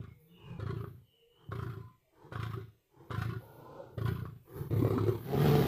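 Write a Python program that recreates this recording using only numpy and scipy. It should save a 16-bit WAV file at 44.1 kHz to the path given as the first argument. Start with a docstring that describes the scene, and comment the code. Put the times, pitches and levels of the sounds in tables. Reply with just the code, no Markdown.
"""A lion and a tiger face off in a grassy enclosure, with far birds whistling under open air and faint hiss.
Six rattling grunts come first, from slack vocal folds flapping about 28 times a second into a long throat.
Rasping in-breaths part them, air pulsed by a fluttering palate; one long breath turns into a hoarse moan.
Then the flaps quicken into a harsh snarl, and the last half second opens into a rough, pitched roar.
The enclosure answers the voices with a short echo of decaying noise."""
import sys
import numpy as np
from scipy import signal
from scipy.fft import rfft, irfft, next_fast_len
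from scipy.io import wavfile
from scipy.ndimage import map_coordinates

SR = 44100
rng = np.random.default_rng(int(sys.argv[2]) if len(sys.argv) > 2 else 0)


def store_pcm(level_fs):
    """Save levels as 16-bit WAV."""
    pcm = np.round(np.clip(level_fs, -1, 1) * 32767).astype(np.int16)
    wavfile.write(sys.argv[1], SR, np.atleast_2d(pcm).T)


N = 250047  # samples, 5.67 s

# grunts: (first flap/s, end/s, flaps/Hz, chest crest/dB, throat crest/dB, mouth crest/dB)
GRUNTS = [(-.253, .13, 27, -35, -45, -49), (.591, 1.02, 28.1, -35.5, -45.5, -53),
          (1.519, 1.96, 27.9, -38.5, -49.5, -50.5), (2.321, 2.69, 27.6, -37.5, -44.5, -47),
          (3.107, 3.39, 27.1, -35.5, -47, -45), (3.979, 4.39, 28.6, -32.5, -44.5, -48.5)]
# the thump of the chest: (f/Hz, width of one pass/Hz, gain/dB)
CHEST = [(111, 54, 0)]


def amp(db):
    """Decibels to gain."""
    return 10 ** (np.asarray(db) / 20)


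def clock():
    """The time of every sample in seconds."""
    return np.arange(N) / SR


def along(points, hz):
    """(f/Hz, value) points read on a log frequency axis."""
    f, v = np.transpose(points)
    return np.interp(np.log(hz + 1), np.log(f), v)


def noise():
    """White noise."""
    return rng.standard_normal(N)


def wobble(rate):
    """A smooth random curve with rate knots a second."""
    knots = rng.standard_normal(int(N * rate / SR) + 4)
    return map_coordinates(knots, [clock() * rate])


def filtered(x, response):
    """x times a complex response of frequency."""
    m = next_fast_len(N + SR // 2, True)
    return irfft(rfft(x, m) * response(np.fft.rfftfreq(m, 1 / SR)), m)[:N]


def coloured(x, spectrum, size=8192):
    """A causal filter with the given (f/Hz, gain/dB) shape, made minimum-phase by folding its cepstrum."""
    gain = amp(along(spectrum, np.fft.rfftfreq(size, 1 / SR)))
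    cepstrum = irfft(np.log(gain + 1e-6))
    cepstrum[1:size // 2] *= 2
    cepstrum[size // 2 + 1:] = 0
    impulse = irfft(np.exp(rfft(cepstrum)))
    return signal.fftconvolve(x, impulse)[:N]


def resonate(x, modes):
    """Parallel resonances, each acting twice so that the valleys between them stay dark."""
    def response(f):
        return sum(amp(db) * (1j * f * w / (c * c - f * f + 1j * f * w)) ** 2 for c, w, db in modes)
    return filtered(x, response)


def played(layers, efforts, calls, rise=0.01):
    """In every call each layer swells to a crest, sags while it is held, then falls away."""
    t, out = clock(), np.zeros(N)
    for start, end, *levels in calls:
        inside = (t > start - rise) & (t < end + .02)
        age = t[inside] - start
        fade = np.interp(t[inside], [start - rise, start, end, end + .02], [0, 1, 1, 0])
        for x, (swell_db, crest, hold, sag_db, release), db in zip(layers, efforts, levels):
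            effort_db = np.interp(age, [0, crest, crest + hold], [-swell_db, 0, -sag_db])
            effort_db = effort_db - release * np.maximum(age - crest - hold, 0)
            # even out the layer within this call before its level is set
            level = x[inside] / (x[inside].std() + 1e-12)
            out[inside] += level * fade * amp(db + effort_db)
    return out


def strikes(times, sizes):
    """Impulses at the given times."""
    places = np.clip(np.round(times * SR).astype(int), 0, N - 1)
    return np.bincount(places, sizes * (times >= 0), N)


def puffs(pulses, life):
    """Every pulse lets through a burst of turbulent air that dies away over life seconds."""
    t = np.arange(SR // 8) / SR
    fall = np.exp(-t / life)
    return signal.fftconvolve(pulses, fall / np.linalg.norm(fall))[:N] * noise()


def flaps(runs, scatter, scatter_db):
    """Slow slaps of the vocal folds, uneven in time by scatter seconds and in strength."""
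    times = np.concatenate([np.arange(start, end, 1 / rate) for start, end, rate, *_ in runs])
    late, size = rng.standard_normal((len(times), 2)).T
    return strikes(times + scatter * late, amp(scatter_db * size))


def buzz(pitch_hz, jitter, scatter_db, alternate_db=0):
    """Pulses at an unsteady pitch; strong and weak ones may alternate."""
    cycles = np.cumsum(pitch_hz * np.exp(jitter * wobble(120))) / SR
    times = np.flatnonzero(np.diff(np.floor(cycles))) / SR
    size_db = scatter_db * rng.standard_normal(len(times))
    size_db = size_db + alternate_db * (np.arange(len(times)) % 2)
    return strikes(times, amp(size_db))


def glides(rows, waver, waver_rate):
    """Wavering sine tones that slide in pitch as they swell and fade."""
    t, out, drift = clock(), np.zeros(N), 1 + waver * wobble(waver_rate)
    for start, end, from_hz, to_hz, db in rows:
        inside = (t > start) & (t < end)
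        u = (t[inside] - start) / (end - start)
        pitch_hz = (from_hz + (to_hz - from_hz) * u) * drift[inside]
        phase = 2 * np.pi * np.cumsum(pitch_hz) / SR
        out[inside] += np.sqrt(2) * amp(db) * np.sin(np.pi * u) * np.sin(phase)
    return out


def shifting(x, depth_db, width_hz, hold, size=200):
    """Narrow peaks and dips of colour come and go, each lasting about hold seconds."""
    hz, t, z = signal.stft(x, SR, nperseg=1024)
    grid = np.meshgrid(hz / width_hz, t / hold, indexing="ij")
    field = map_coordinates(rng.standard_normal((size, size)), grid, mode="wrap")
    return signal.istft(z * amp(depth_db * np.tanh(field)), SR, nperseg=1024)[1][:N]


def echo(x, decay):
    """A diffuse tail, 10 ms late, in which each frequency dies at its own speed."""
    hz, t, z = signal.stft(rng.standard_normal(SR // 2), SR, nperseg=256)
    fall = amp(-60 * t / along(decay, hz)[:, None])
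    tail = signal.istft(z * fall, SR, nperseg=256)[1]
    return signal.fftconvolve(x, np.pad(tail, (SR // 100, 0)) / np.linalg.norm(tail))[:N]


def grunts():
    """Each flap thumps the chest; smaller wet flutters between flaps rattle in throat and mouth."""
    # throat with the jaw closed: (f/Hz, width of one pass/Hz, gain/dB)
    closed_throat = [(350, 33, 8.5), (379.6, 49.6, 12.5), (463, 30, -35)]
    # colour of the mouth: (f/Hz, relative level/dB)
    mouth_colour = [(360, -32), (620, -25), (725, -1.5), (897, -19.5), (1010, 4), (1200, 4), (1440, 3.5),
                    (1620, -5.5), (2010, -7), (2430, -13), (3510, -11.5), (6150, -28), (9000, -32),
                    (11700, -29), (19800, -120)]
    # effort of chest, throat, mouth: (swell/dB, time to crest/s, hold/s, sag over hold/dB, release/(dB/s))
    grunt_effort = [(4.5, .11, .15, 6, 125), (-5, .07, .19, 7.5, 230), (2, .11, .13, 9, 130)]
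    # pushes within a grunt: (rate/Hz, depth/dB, first peak/s)
    throat_surge = (8.2, 3.5, .015)
    # the same columns for the mouth
    mouth_surge = (10.5, 3, .015)

    beat = flaps(GRUNTS, scatter=.0015, scatter_db=1.3)
    rattle = buzz(95, jitter=.35, scatter_db=-1)
    chest = resonate(opening(beat) + amp(-17) * rattle, CHEST)
    flow = beat + amp(-2) * puffs(beat, life=.018) + amp(-10) * rattle
    # the throat's resonance sinks as the jaw closes
    gape = jaw(closing=0.061)
    open_throat = resonate(flow, [(350, 110, 0), (492, 58, 1.5)])
    throat = gape * open_throat + (1 - gape) * resonate(flow, closed_throat)
    # air tears loose around each flap, early or late and of uneven strength
    torn = flaps(GRUNTS, scatter=.004, scatter_db=2.5)
    rasp = amp(-22) * beat + puffs(torn, life=.021) + amp(-13) * puffs(rattle, life=.004)
    # tongue and lips keep moving, so the colour changes from flap to flap
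    throat = shifting(throat, depth_db=6, width_hz=80, hold=.07)
    mouth = shifting(coloured(rasp, mouth_colour), depth_db=7.5, width_hz=120, hold=.045)
    calls = [(start, end, *levels) for start, end, rate, *levels in GRUNTS]
    layers = [chest, throat * surge(*throat_surge), mouth * surge(*mouth_surge)]
    return played(layers, grunt_effort, calls)


def opening(beat):
    """The push of air comes 3 ms before the folds slap shut."""
    return np.roll(beat, -round(.003 * SR))


def jaw(closing):
    """Mouth opening, 1 at the start of each grunt and falling towards 0 over closing seconds."""
    return np.exp(-np.abs(grunt_age()) / closing)


def surge(rate, depth_db, first_peak):
    """The gain of the repeated pushes of breath within a grunt."""
    return amp(depth_db * np.cos(2 * np.pi * rate * (grunt_age() - first_peak)))


def grunt_age():
    """Seconds since the latest grunt began."""
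    t, starts = clock(), np.array(GRUNTS)[:, 0]
    latest = np.maximum(np.searchsorted(starts, t) - 1, 0)
    return t - starts[latest]


def snarl():
    """Harder pressure: the folds flap faster and break into chaotic pulses."""
    # runs of fold flaps: (first flap/s, end/s, flaps/Hz)
    snarl_runs = [(4.708, 4.96, 35.3), (4.979, 5.22, 34.8)]
    # colour of the mouth: (f/Hz, relative level/dB)
    mouth_colour = [(360, -8), (620, -11), (1060, 4.5), (1700, -12), (2170, -5), (2600, -14.5),
                    (4070, -13.5), (5380, -25), (9000, -24.5), (11700, -71), (19800, -120)]
    # effort of chest, throat, mouth: (swell/dB, time to crest/s, hold/s, sag over hold/dB, release/(dB/s))
    snarl_effort = [(3, .07, .37, 7.5, 130), (8, .15, .29, 9.5, 200), (4, .25, .19, 3, 120)]
    # the call: (start/s, end/s, chest crest/dB, throat crest/dB, mouth crest/dB)
    snarl_call = (4.708, 5.23, -29.5, -30.5, -49)

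    beat = flaps(snarl_runs, scatter=0.00114, scatter_db=-0.5)
    rattle = buzz(115, jitter=.2, scatter_db=4)
    chest = resonate(opening(beat) + amp(-11.5) * rattle, [(112.7, 50, 0)])
    throat_modes = [(252, 40, -13), (370.4, 102, 8.5), (454, 32, 1.5)]
    throat = resonate(beat + amp(-6) * rattle, throat_modes)
    rasp = amp(-9) * beat + puffs(beat, life=0.019) + amp(-9.5) * puffs(rattle, life=0.0084)
    throat = shifting(throat, depth_db=5, width_hz=80, hold=.06)
    mouth = shifting(coloured(rasp, mouth_colour), depth_db=7, width_hz=110, hold=.06)
    return played([chest, throat, mouth], snarl_effort, [snarl_call])


def roar():
    """The jaws open wide: a rough, pitched voice with a half-pitch undertone and air torn once a cycle."""
    # pitch before jitter: (t/s, f/Hz)
    roar_pitch = [(5.33, 134.7), (5.4, 146.1), (5.451, 158.7), (5.502, 146.7), (5.56, 141.5),
                  (5.619, 136.8)]
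    # colours of chest, throat and mouth, each: (f/Hz, relative level/dB)
    chest_colour = [(24, -49), (40, -20), (56, -19), (107, -1), (145, -3), (205, -2), (280, -9), (360, -37),
                    (620, -120)]
    throat_colour = [(150, -56.5), (260, -12.5), (323, -3), (426, -0.5), (585, -18), (702, -10.5),
                     (820, -12), (902, -25), (980, -18.5), (1270, -61), (2160, -120)]
    mouth_colour = [(560, -30), (950, -11.5), (1200, 3), (1320, -4.5), (1460, -3.5), (2240, -8.5),
                    (2700, -13.5), (3140, -8), (4530, -15), (9000, -31), (11700, -73), (19800, -120)]
    # effort of chest, throat, mouth: (swell/dB, time to crest/s, hold/s, sag over hold/dB, release/(dB/s))
    roar_effort = [(21, .16, .22, -.5, 50), (24, .11, .29, -2, 10), (17, .2, .2, -1, 30)]
    # the call: (start/s, end/s, chest crest/dB, throat crest/dB, mouth crest/dB)
    roar_call = (5.23, 5.67, -27, -33, -43)

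    pitch_hz = np.interp(clock(), *np.transpose(roar_pitch))
    # every second pulse is stronger, which sounds the undertone
    pulses = buzz(pitch_hz, jitter=.05, scatter_db=1.5, alternate_db=6)
    chest = coloured(pulses + amp(-9) * puffs(pulses, life=.006), chest_colour)
    throat = coloured(pulses + amp(-4) * puffs(pulses, life=.005), throat_colour)
    mouth = coloured(amp(-7) * pulses + puffs(pulses, life=.009), mouth_colour)
    mouth = shifting(mouth, depth_db=4, width_hz=100, hold=.08)
    return played([chest, throat, mouth], roar_effort, [roar_call])


def slaps():
    """Now and then the folds shut hard: a knock in the throat and a crack in the mouth."""
    # hard slaps: (t/s, relative throat level/dB, relative mouth level/dB)
    hard_slaps = [(0.668, -38, -42), (0.842, -36, -43), (1.519, -35, -34.5), (1.591, -39, -41),
                  (2.322, -36, -44), (2.357, -34, -36), (3.106, -33, -35), (4.253, -36, -45),
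                  (4.849, -21, -48), (4.871, -23, -45), (4.979, -22, -31), (5.093, -29, -45)]
    # colour of the crack: (f/Hz, gain/dB)
    crack_colour = [(500, -32), (800, -21), (1100, 13.5), (1500, 4.5), (2200, -23.5), (4200, -28),
                    (7000, -46)]

    s, throat_db, mouth_db = np.transpose(hard_slaps)
    knock = resonate(strikes(s, amp(throat_db + 32)), [(380, 320, 0)])
    crack = strikes(s, amp(mouth_db + 17.5))
    return knock + coloured(crack + amp(10) * puffs(crack, life=0.012), crack_colour)


def lead_in():
    """A lone soft flap ahead of a grunt thumps only the chest."""
    # the flap: (t/s, peak level/dB)
    soft_flap = (1.489, -36)
    s, db = soft_flap
    thump = resonate(strikes(np.array([s]), 1), CHEST)
    return amp(db) * thump / np.abs(thump).max()


def breaths():
    """The cat drags air in past a fluttering palate; one long breath turns into a hoarse moan."""
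    # in-breaths: (start/s, flutter crest/dB, air crest/dB)
    in_breaths = [(.26, -69, -70), (.41, -44, -55), (1.335, -62, -65), (2.15, -59, -58),
                  (2.935, -56, -58.5), (4.495, -39, -45.5)]
    # the long breath: (start/s, end/s, flutter crest/dB, air crest/dB)
    moan_call = (3.41, 3.955, -59, -52)
    # colours of flutter, drawn air and moan, each: (f/Hz, relative level/dB)
    flutter_colour = [(30, -25), (105, -8), (145, -2), (300, -36), (600, -74.5)]
    air_colour = [(140, -30), (230, -43.5), (322, -5), (480, -9), (605, -32), (847, -15), (1800, -29),
                  (2850, -47.5), (3070, -37.5), (9000, -50.5), (11700, -86), (19800, -120)]
    moan_colour = [(140, -28), (230, -13.5), (543, -3), (643, -20), (861, -10), (1050, -23), (1150, -26.5),
                   (1430, -17), (1690, -45.5), (3420, -36.5), (8460, -52), (9000, -59), (11700, -88),
                   (19800, -120)]
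    # effort of flutter, air: (swell/dB, time to crest/s, hold/s, sag over hold/dB, release/(dB/s))
    breath_effort = [(20, .1, .045, 1, 230), (11, .085, .04, 1, 130)]
    # the same columns for the moan
    moan_effort = [(1, .1, .3, 1, -40), (5, .38, .04, 1, 70)]
    breath_s = .18  # length of every in-breath

    pulses = buzz(128, jitter=.13, scatter_db=1.5)
    flutter = coloured(pulses + amp(1) * puffs(pulses, life=0.013), flutter_colour)
    air = coloured(puffs(pulses, life=.012), air_colour)
    air = shifting(air, depth_db=6, width_hz=80, hold=.1)
    hoarse = shifting(coloured(noise(), moan_colour), depth_db=5.5, width_hz=55, hold=.15)
    calls = [(start, start + breath_s, *levels) for start, *levels in in_breaths]
    drawn = played([flutter, air], breath_effort, calls, rise=.05)
    return drawn + played([flutter, hoarse], moan_effort, [moan_call])


def wheezes():
    """Unsteady, broken tones, mostly from a narrowed throat; one near 1 kHz rings on after the second grunt."""
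    # thin tones: (start/s, end/s, from f/Hz, to f/Hz, crest level before flicker/dB)
    thin_tones = [(.14, .44, 134.6, 200, -64.5), (1.7, 1.99, 1040, 1010, -68),
                  (3.56, 3.85, 1015, 1030, -62), (3.76, 3.86, 540, 554, -49), (4.795, 4.84, 168, 327, -34),
                  (4.92, 4.975, 620, 1150, -48), (4.935, 4.995, 200, 287, -34.5)]
    return glides(thin_tones, waver=.014, waver_rate=80) * amp(3.5 * wobble(70))


def hiss():
    """A thin, flickering top hiss that swells, mostly around the calls, over a resting level."""
    # colour of the hiss: (f/Hz, relative level/dB)
    hiss_colour = [(8000, -63), (9500, -9), (11500, 0.5), (14000, 4), (15400, 0.5)]
    # swells: (crest/s, hold/s, level/dB)
    hiss_swells = [(.21, .07, -72), (.8, .08, -69), (1.55, .17, -71), (2.42, .12, -69.5), (3.18, .08, -64),
                   (3.43, .13, -67), (4.07, .06, -59.5), (4.57, .03, -58.5), (4.77, .11, -56),
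                   (5.1, .23, -59), (5.42, .25, -48)]
    rise_db_per_s, fall_db_per_s, rest_db = 125, 85, -83.5

    top = shifting(coloured(noise(), hiss_colour), depth_db=6, width_hz=160, hold=.05)
    t, power = clock(), amp(rest_db) ** 2
    for crest, hold, db in hiss_swells:
        before, after = np.maximum(crest - t, 0), np.maximum(t - crest - hold, 0)
        below_db = rise_db_per_s * before + fall_db_per_s * after
        power = power + amp(db - below_db) ** 2
    return top / top.std() * np.sqrt(power)


def birds():
    """Far reedy whistles and a low coo: gliding, wavering tones blurred by the trees."""
    # calls: (start/s, end/s, from f/Hz, to f/Hz, relative crest level/dB)
    bird_calls = [(0, .16, 2120, 2220, -66), (.12, .4, 500, 420, -64), (.25, .42, 3560, 3580, -71),
                  (.28, .56, 2900, 2816, -59.5), (.33, .66, 2650, 2300, -62), (1.02, 1.28, 3070, 2820, -65),
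                  (1.1, 1.36, 444, 488, -62), (1.25, 1.52, 2900, 3100, -65), (2.04, 2.16, 650, 650, -63)]
    # echo of the trees: (f/Hz, time to fall 60 dB/s)
    tree_decay = [(500, 0.66), (4000, 0.43)]
    song = glides(bird_calls, waver=.029, waver_rate=400)
    return amp(-9) * song + amp(-10.5) * echo(song, tree_decay)


def outdoors():
    """Faint, slowly shifting open air made of coloured noise."""
    # colour of the open air: (f/Hz, relative level/dB)
    floor_colour = [(15, -13), (25, -5.5), (86, -8.5), (286, -19), (394, -13.5), (748, -21), (1420, -34),
                    (2160, -22.5), (4860, -35), (9000, -32.5), (11700, -63), (19800, -120)]
    air = shifting(coloured(noise(), floor_colour), depth_db=8, width_hz=80, hold=.15)
    return amp(-76 + 1.1 * wobble(3.5)) * air / air.std()


def scene():
    """The cats with their echo, the hiss, the birds and the open air."""
    # echo of the enclosure: (f/Hz, time to fall 60 dB/s)
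    enclosure_decay = [(120, .45), (1000, 0.23), (4000, 0.62), (12000, 0.14)]
    cats = grunts() + snarl() + roar() + slaps() + lead_in() + breaths() + wheezes()
    reflected = amp(-11.5) * echo(cats, enclosure_decay)
    return (cats + reflected + hiss() + birds() + outdoors())[None]


def record(dry):
    """A steep band limit removes everything from top_hz upwards."""
    top_hz = 15450
    return filtered(dry[0], lambda hz: hz < top_hz)[None]


dry = scene()
out = record(dry)
store_pcm(out)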